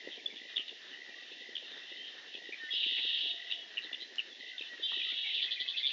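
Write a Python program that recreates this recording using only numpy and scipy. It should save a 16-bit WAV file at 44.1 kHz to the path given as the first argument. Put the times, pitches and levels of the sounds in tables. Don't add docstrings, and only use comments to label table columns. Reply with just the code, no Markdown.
import sys
import numpy as np
from scipy import signal
from scipy.fft import rfft, irfft
from scipy.io import wavfile

SR = 44100
rng = np.random.default_rng(int(sys.argv[2]) if len(sys.argv) > 2 else 0)


def digitize_waveform(pressure):
    field = np.atleast_2d(pressure).T
    bounded = np.clip(field, -1, 1)
    quanta = np.round(bounded * 32767).astype(np.int16)
    wavfile.write(sys.argv[1], SR, quanta)


N = 261072

# start and length in seconds, relative level in dB, throat pitch in Hz, pulses per second.
PURRS = [(-.04, 0.2, -52, 1967, 74), (0.373, 0.27, -53.5, 1973, 55), (0.91, 0.23, -52, 1946, 68),
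         (1.073, 0.19, -52.5, 1925, 48), (1.362, 0.22, -52, 1957, 56), (1.711, 0.15, -54.5, 1926, 50),
         (1.862, 0.2, -51, 1974, 55), (2.381, 0.23, -51.5, 1937, 58), (2.867, 0.21, -52.5, 1967, 55),
         (3.057, 0.15, -53.5, 1920, 47), (3.365, 0.22, -51.5, 1978, 41), (3.745, 0.114, -55, 1926, 52),
         (3.839, 0.23, -53, 1980, 45), (4.384, 0.21, -49.5, 1983, 56), (4.903, 0.12, -48, 1915, 47),
         (4.989, .17, -49.5, 1990, 56), (5.397, 0.3, -51.5, 1975, 52)]
# time in seconds, level in dB.
FLOCK_LEVEL = [(0.0, -54), (0.55, -58), (1.56, -55), (1.94, -49), (2.66, -55), (3.7, -60), (4.21, -59.5),
               (4.44, -56.5), (4.66, -54), (4.78, -54.5)]
GUST_LEVEL = [(0.0, -61.5), (0.67, -66), (1.6, -62), (2.64, -68.5), (4.14, -64), (4.58, -69), (5.1, -67),
              (5.92, -68)]
# time in seconds, peak in dB, base pitch in Hz.
POPS = [(0.073, -34.5, 395), (0.176, -45.5, 456), (0.33, -51, 396), (0.414, -50, 310), (0.451, -51, 373),
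        (0.592, -50, 293), (0.714, -50.5, 327), (1.087, -56, 446), (1.42, -53.5, 441), (1.49, -46.5, 364),
        (1.625, -47.5, 510), (1.713, -52, 403), (1.765, -53, 560), (1.916, -49, 357), (2.15, -57, 350),
        (2.347, -49.5, 334), (2.49, -40.5, 365), (2.635, -49, 345), (2.736, -50, 370), (2.862, -46, 294),
        (2.92, -47, 348), (3.049, -44, 350), (3.256, -55, 415), (3.847, -47, 368), (3.915, -48, 590),
        (4.018, -61, 318), (4.11, -57, 500), (4.399, -53, 344), (4.434, -54, 467), (4.608, -46, 373),
        (4.796, -43.5, 370), (4.972, -46, 352), (5.607, -49, 372)]
# start in seconds, level in dB, top pitch in Hz, length in seconds,
# pulses per second, size of the pitch arch in Hz.
CHUCKS = [(.11, -41.5, 3330, .065, 166, 700), (0.181, -47, 2430, .03, 120, 600),
          (0.259, -25.5, 3460, .014, 76, 300), (0.303, -43.5, 2310, .025, 105, 295),
          (0.359, -40.5, 3595, .035, 120, 890), (0.561, -28.5, 3400, .008, 140, 610),
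          (0.567, -22, 3640, .02, 97, 900), (0.587, -31, 3090, .035, 215, 596),
          (0.68, -36.5, 3840, .024, 88, 1205), (.93, -41, 2960, .025, 135, 500),
          (1.553, -32.5, 3827, .033, 83, 1100), (1.69, -45.5, 3820, .08, 140, 900),
          (1.771, -43, 3800, .03, 140, 700), (2.34, -35, 3410, .022, 91, 990),
          (2.524, -33, 2430, .025, 120, 400), (2.83, -26, 2950, .025, 136, 600),
          (2.974, -32, 2840, .025, 220, 800), (3.18, -37, 2940, .025, 130, 700),
          (3.503, -31.5, 3784, .035, 107, 1226), (3.772, -25.5, 2944, .025, 134, 600),
          (3.822, -37.5, 3870, .045, 177, 1020), (3.928, -32.5, 3780, .025, 68, 1215),
          (4.004, -38, 4070, .035, 133, 1105), (4.183, -23.5, 3016, .028, 118, 585),
          (4.394, -47.5, 4050, .035, 144, 1200), (4.58, -31, 3510, .025, 90, 830),
          (4.609, -36.5, 3680, .027, 89, 1320), (4.671, -50, 4030, .025, 84, 1190),
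          (4.997, -33.5, 3450, .025, 62, 1176), (5.115, -43, 2310, .03, 130, 300),
          (5.242, -37, 2330, .03, 120, 300), (5.267, -39.5, 2264, .03, 51, 400),
          (5.405, -32, 3510, 0.068, 140, 200), (5.801, -39.5, 2194, .02, 92, 500),
          (5.831, -23.5, 3550, 0.059, 140, 200), (5.894, -35, 2770, .025, 220, 500)]
# start and length in seconds, first and last pitch in Hz, peak in dB.
WHISTLES = [(0.47, .06, 2460, 2450, -57.5), (0.563, .06, 1250, 1250, -63.5),
            (1.071, 0.062, 800, 812, -67.5), (1.09, 0.041, 2420, 2370, -58),
            (1.15, 0.066, 1150, 1200, -69.5), (1.693, .1, 3600, 3590, -54),
            (1.974, 0.11, 3080, 3220, -47.5), (2.585, 0.12, 1843, 1780, -44.5),
            (2.612, 0.12, 3025, 2950, -54.5), (2.62, 0.088, 1520, 1474, -58),
            (2.676, 0.056, 1240, 1235, -69), (2.688, 0.01, 2010, 1983, -37),
            (2.706, 0.031, 3360, 3297, -30), (2.71, 0.026, 3730, 3730, -40.5),
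            (2.725, 0.036, 5010, 5020, -51), (2.968, 0.052, 895, 874, -67), (3.554, 0.075, 3020, 2940, -47),
            (3.566, .085, 3300, 3300, -51), (4.009, 0.033, 4000, 4030, -48),
            (4.295, 0.047, 3600, 3340, -50.5), (4.53, 0.05, 1550, 1480, -63),
            (4.682, 0.098, 1948, 1874, -48), (4.77, 0.077, 3150, 3320, -55),
            (4.822, 0.062, 3446, 3573, -34), (4.825, 0.04, 3740, 3850, -37.5),
            (4.828, 0.076, 3084, 3230, -34.5), (4.83, 0.037, 4700, 4770, -55.5),
            (4.895, 0.65, 2680, 2664, -51), (5.057, 0.056, 1313, 1225, -63.5),
            (5.093, 0.054, 1430, 1460, -64), (5.25, 0.069, 801, 804, -60), (5.582, 0.056, 1927, 2015, -41),
            (5.654, 0.078, 1120, 1100, -69.5), (5.749, 0.024, 2664, 2640, -37)]
# time in seconds, peak in dB, middle pitch in Hz.
TICKS = [(1.272, -58, 2200), (3.383, -48, 2050), (3.631, -54, 1490), (3.751, -54, 3900),
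         (4.159, -36.5, 4050), (4.736, -40.5, 1900), (4.78, -45, 2200), (4.92, -40, 1030),
         (4.936, -58, 1300)]
# start and length in seconds, relative levels of the voice and of its rasp in dB.
TRILLS = [(2.707, 0.63, -32.5, -59), (3.325, 0.29, -46, -74), (4.86, 0.595, -35.5, -65.5)]
# start in seconds, relative level in dB.
CHATTER = [(5.335, -21), (5.4158, -18), (5.504, -19), (5.5932, -19.5), (5.673, -18.5), (5.765, -18),
           (5.86, -17.5)]
# frequency in Hz, relative level in dB.
FLOCK_COLOUR = [(2300, -29), (2560, -10.5), (2720, 5.5), (2900, -0.5), (3080, 6), (3300, -4), (3550, 1),
                (3800, 2), (4000, -8), (4300, -9.5), (4800, -34)]
RUMBLE_COLOUR = [(35, -66), (60, -50.5), (255, -4), (368, 0.5), (582, -4), (702, -10.5), (1000, -16),
                 (1300, -41), (2200, -120)]
AIR_COLOUR = [(410, -29.5), (700, -10.5), (856, -18.5), (1330, -33), (1880, 1.5), (2230, -9), (2810, -5.5),
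              (3680, -3), (4590, -9.5), (5560, -12), (6940, -24.5), (7750, -39.5), (10100, -76),
              (17000, -120)]
THROAT_COLOUR = [(1350, -42.5), (2300, -8), (2450, -18.5), (2610, -3), (2770, -1.5), (3060, -2), (3330, -3),
                 (3520, -1.5), (3660, -4), (3900, -1.5), (4300, -13.5), (4800, -17.5), (5300, -31.5),
                 (6760, -67), (11400, -120)]
RASP_COLOUR = [(3900, -31), (4300, 3.5), (4900, -6.5), (5500, -18.5)]
CHATTER_COLOUR = [(1590, -49), (2700, -19), (3080, -4), (3600, -10.5), (4030, -3.5), (4310, -16),
                  (4560, -16), (5400, -34.5), (7020, -73.5), (11900, -120)]

MARSH_T60_S, MARSH_ECHO_DB = .22, -4
FAR_FROGS_HZ, FAR_FROGS_T60_S, FAR_FROGS_DB = 1811, .019, -63.5
POP_CYCLES, FAINT_POP_DB, AIR_DB = 3.05, -57, -55
CHUCK_LOUDEST, CHUCK_FADE = .46, 26.5
ECHO_FOLLOWS, CHUCK_ECHO_DB = .59, -22
TRILL_HZ, TRILL_SWING_HZ, TRILL_ROUGH = 3317, 608, .47


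def from_db(db):
    return 10 ** (np.asarray(db) / 20)


def rms_one(x):
    return x / np.sqrt(np.mean(x ** 2) + 1e-20)


def in_time(rows):
    return np.interp(np.arange(N) / SR, *np.transpose(rows))


def drift(hz):
    r = np.exp(-2 * np.pi * hz / SR)
    return rms_one(signal.lfilter([1], [1, -2 * r, r * r], rng.standard_normal(N + SR))[SR:])


def coloured(x, spectrum):
    hz, level = np.transpose(spectrum)
    grid = np.log(np.fft.rfftfreq(N, 1 / SR) + 1)
    return rms_one(irfft(rfft(x) * from_db(np.interp(grid, np.log(hz), level, -90, -90)), N))


def add(out, s, sound):
    i = max(round(s * SR), 0)
    out[i:i + len(sound)] += sound[:max(N - i, 0)]


def gate(s, length, attack_s, release_s):
    t = np.arange(N) / SR - s
    return np.clip(np.minimum(t / attack_s, (length - t) / release_s), 0, 1)


def sine(hz):
    return np.sin(2 * np.pi * np.cumsum(hz) / SR)


def note(length, first_hz, last_hz, sharp=.55):
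    u = np.linspace(0, 1, max(round(length * SR), 8))
    return np.sin(np.pi * u) ** sharp * sine(first_hz + (last_hz - first_hz) * u)


def warble(centre_hz, swing_hz, per_s, rough):
    turn = 2 * np.pi * np.cumsum(per_s * from_db(5 * rough * drift(80))) / SR
    hz = centre_hz + swing_hz * (np.sin(turn) + .22 * rough * drift(146.6))
    pulse = (1 + .56 * np.cos(turn)) * from_db(rough * drift(120))
    return rms_one(pulse * sine(hz))


def echoes(x):
    t = np.arange(SR // 2) / SR
    tail = rng.standard_normal(len(t)) * from_db(-60 * t / MARSH_T60_S) * np.clip(t / .006, 0, 1)
    return signal.fftconvolve(x, tail / np.linalg.norm(tail))[:N]


def across_marsh(x):
    return x + from_db(MARSH_ECHO_DB) * echoes(x)


def frogs():
    t, near = np.arange(N) / SR, np.zeros(N)
    waver_hz = 10.5 * drift(5) + 25 * drift(61)
    for s, length, db, hz, per_s in PURRS:
        pulses = np.abs(np.sin(np.pi * per_s * (t - s))) ** 4.5
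        purr = rms_one(pulses * sine(hz + waver_hz))
        near += from_db(db) * gate(s, length, attack_s=.021, release_s=.045) * purr
    r, w = from_db(-60 / (FAR_FROGS_T60_S * SR)), 2 * np.pi * FAR_FROGS_HZ / SR
    far = rms_one(signal.lfilter([1], [1, -2 * r * np.cos(w), r * r], rng.standard_normal(N)))
    return from_db(2.2 * drift(30) - 2.5) * near + from_db(FAR_FROGS_DB + 4.5 * drift(3.5)) * far


def flock():
    notes = np.zeros(N)
    for when, length, pitch, glide, size in rng.random((2400, 5)):
        hz = 2300 + 2200 * pitch
        chirp = note(.006 + .07 * length ** 2, hz, hz + 120 * (glide - .5))
        add(notes, when * N / SR, from_db(9 * size) * chirp)
    far_trills = across_marsh(warble(3270, 560, per_s=175, rough=.11))
    blur = coloured(rng.standard_normal(N), FLOCK_COLOUR)
    mix = rms_one(coloured(notes, FLOCK_COLOUR) + .75 * blur + .45 * far_trills)
    return from_db(in_time(FLOCK_LEVEL) + 3.6 * drift(6.4)) * mix


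def air():
    return from_db(AIR_DB) * coloured(rng.standard_normal(N), AIR_COLOUR)


def wind_on_mic():
    pops, clumps = np.zeros(N), from_db(in_time(GUST_LEVEL) - 2.5)
    faint = [(when * N / SR, FAINT_POP_DB + 6 * (size - .5), 280 + 200 * pitch)
             for when, size, pitch in rng.random((36, 3))]
    for s, peak_db, hz in POPS + faint:
        add(pops, s - .002, from_db(peak_db) * note(POP_CYCLES / hz, hz * 1.135, hz * 1.05, sharp=2.64))
        add(clumps, s - .008, from_db(.57 * peak_db - 36) * np.hanning(round(.032 * SR)))
    lumps = from_db(1.3 * drift(6.8) + 2.3 * drift(59))
    return pops + clumps * coloured(lumps * rng.standard_normal(N), RUMBLE_COLOUR)


def chucks():
    direct, send = np.zeros(N), np.zeros(N)
    luck = rng.standard_normal((len(CHUCKS), 16, 3))
    grit = drift(450)
    for (s, db, hz, length, per_s, arch_hz), draws in zip(CHUCKS, luck):
        count = int(np.clip(round(length * per_s), 1, 16))
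        u = np.linspace(0, 1, round(.75 * SR / per_s))
        swell = np.sin(np.pi * u) ** 1.2
        width = arch_hz / 1200
        for k, (pitch_luck, level_luck, shape_luck) in enumerate(draws[:count]):
            start, late = s + k / per_s, (k + .5) / count
            crest = np.clip(.6 - .3 * late + .06 * shape_luck, 0, 1)
            high_hz = hz + arch_hz * (.13 * pitch_luck - .4 * late ** 2 - 2 * (u - crest) ** 2)
            low_hz = hz - arch_hz * (.654 + .25 * u + .059 * shape_luck)
            voices = sine(high_hz) + width ** 3 * sine(low_hz)
            voices *= 1 + .3 * width * np.resize(grit[round(start * SR):], len(u))
            pulse = from_db(.5 * level_luck - CHUCK_FADE * (late - CHUCK_LOUDEST) ** 2) * swell * voices
            add(direct, start - .001, from_db(db) * pulse)
            add(send, start - .001, from_db(ECHO_FOLLOWS * db + CHUCK_ECHO_DB) * pulse)
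    return direct + echoes(send)


def whistles():
    out = np.zeros(N)
    for s, length, first_hz, last_hz, peak_db in WHISTLES:
        add(out, s, from_db(peak_db) * note(length, first_hz, last_hz, sharp=.37))
    return out * from_db(2.2 * drift(45))


def ticks():
    out = np.zeros(N)
    for s, peak_db, hz in TICKS:
        add(out, s - .001, from_db(peak_db) * note(2.1 / hz, hz * 1.5, hz * .58))
    return out


def trills():
    gates = [gate(s, length, attack_s=.035, release_s=.028) for s, length, *_ in TRILLS]
    voice_gain, rasp_gain = from_db([row[2:] for row in TRILLS]).T @ gates
    slow_side = warble(TRILL_HZ + 70 * drift(12), TRILL_SWING_HZ, per_s=171, rough=.3 * TRILL_ROUGH)
    fast_side = warble(TRILL_HZ, .83 * TRILL_SWING_HZ, per_s=323, rough=TRILL_ROUGH)
    breath = .6 * rng.standard_normal(N)
    voice = from_db(-2.5) * coloured(slow_side + 1.78 * fast_side + breath, THROAT_COLOUR)
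    rasp = coloured(from_db(2.5 * drift(150)) * rng.standard_normal(N), RASP_COLOUR)
    return from_db(1.5 * drift(35)) * (voice_gain * voice + rasp_gain * rasp)


def hum(start_s=3.15, length_s=.62, db=-67, hz=690, width_hz=25):
    r, w = np.exp(-np.pi * width_hz / SR), 2 * np.pi * hz / SR
    ring = signal.lfilter([1, 0, -1], [1, -2 * r * np.cos(w), r * r], rng.standard_normal(N))
    return from_db(db) * gate(start_s, length_s, attack_s=.12, release_s=.12) * rms_one(ring)


def chatter():
    voices = warble(3900, 913, per_s=145, rough=.45) + 1.5 * warble(3480, 160, per_s=145, rough=.45)
    buzz = coloured(voices + .8 * rng.standard_normal(N), CHATTER_COLOUR)
    out, t = np.zeros(N), np.arange(round(.07 * SR)) / SR
    attack = np.clip(t / .013, 0, 1)
    shape = attack * np.clip((.07 - t) / .087, 0, 1) ** 1.49
    for (s, db), luck in zip(CHATTER, rng.standard_normal((len(CHATTER), 6))):
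        lead_in = note(.031, 2560 + 90 * luck[5], 2430 + 70 * luck[0])
        squeak = note(.012, 2100, 2200 + 90 * luck[2])
        scoop = note(.012, 2300, 3200)
        add(out, s - .038 + .0055 * luck[3], from_db(db - 25 + .6 * luck[4]) * lead_in)
        add(out, s - .02 + .0014 * luck[0], from_db(db - 25.5 + 1.9 * luck[1]) * squeak)
        add(out, s - .012, from_db(db - 26 + 3 * luck[2]) * scoop)
        i = round(s * SR)
        add(out, s, from_db(db - 8.5) * shape[:N - i] * buzz[i:i + len(t)])
    return out


def scene():
    birds = across_marsh(trills() + whistles() + chatter() + ticks()) + chucks()
    return (birds + frogs() + flock() + hum() + wind_on_mic() + air())[None]


def record(dry):
    x = signal.sosfilt(signal.butter(4, 130, "high", fs=SR, output="sos"), dry)
    x = signal.sosfilt(signal.cheby2(16, 50, 8000, fs=SR, output="sos"), x)
    return x + from_db(-99) * rng.standard_normal(x.shape)


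dry = scene()
out = record(dry)
digitize_waveform(out)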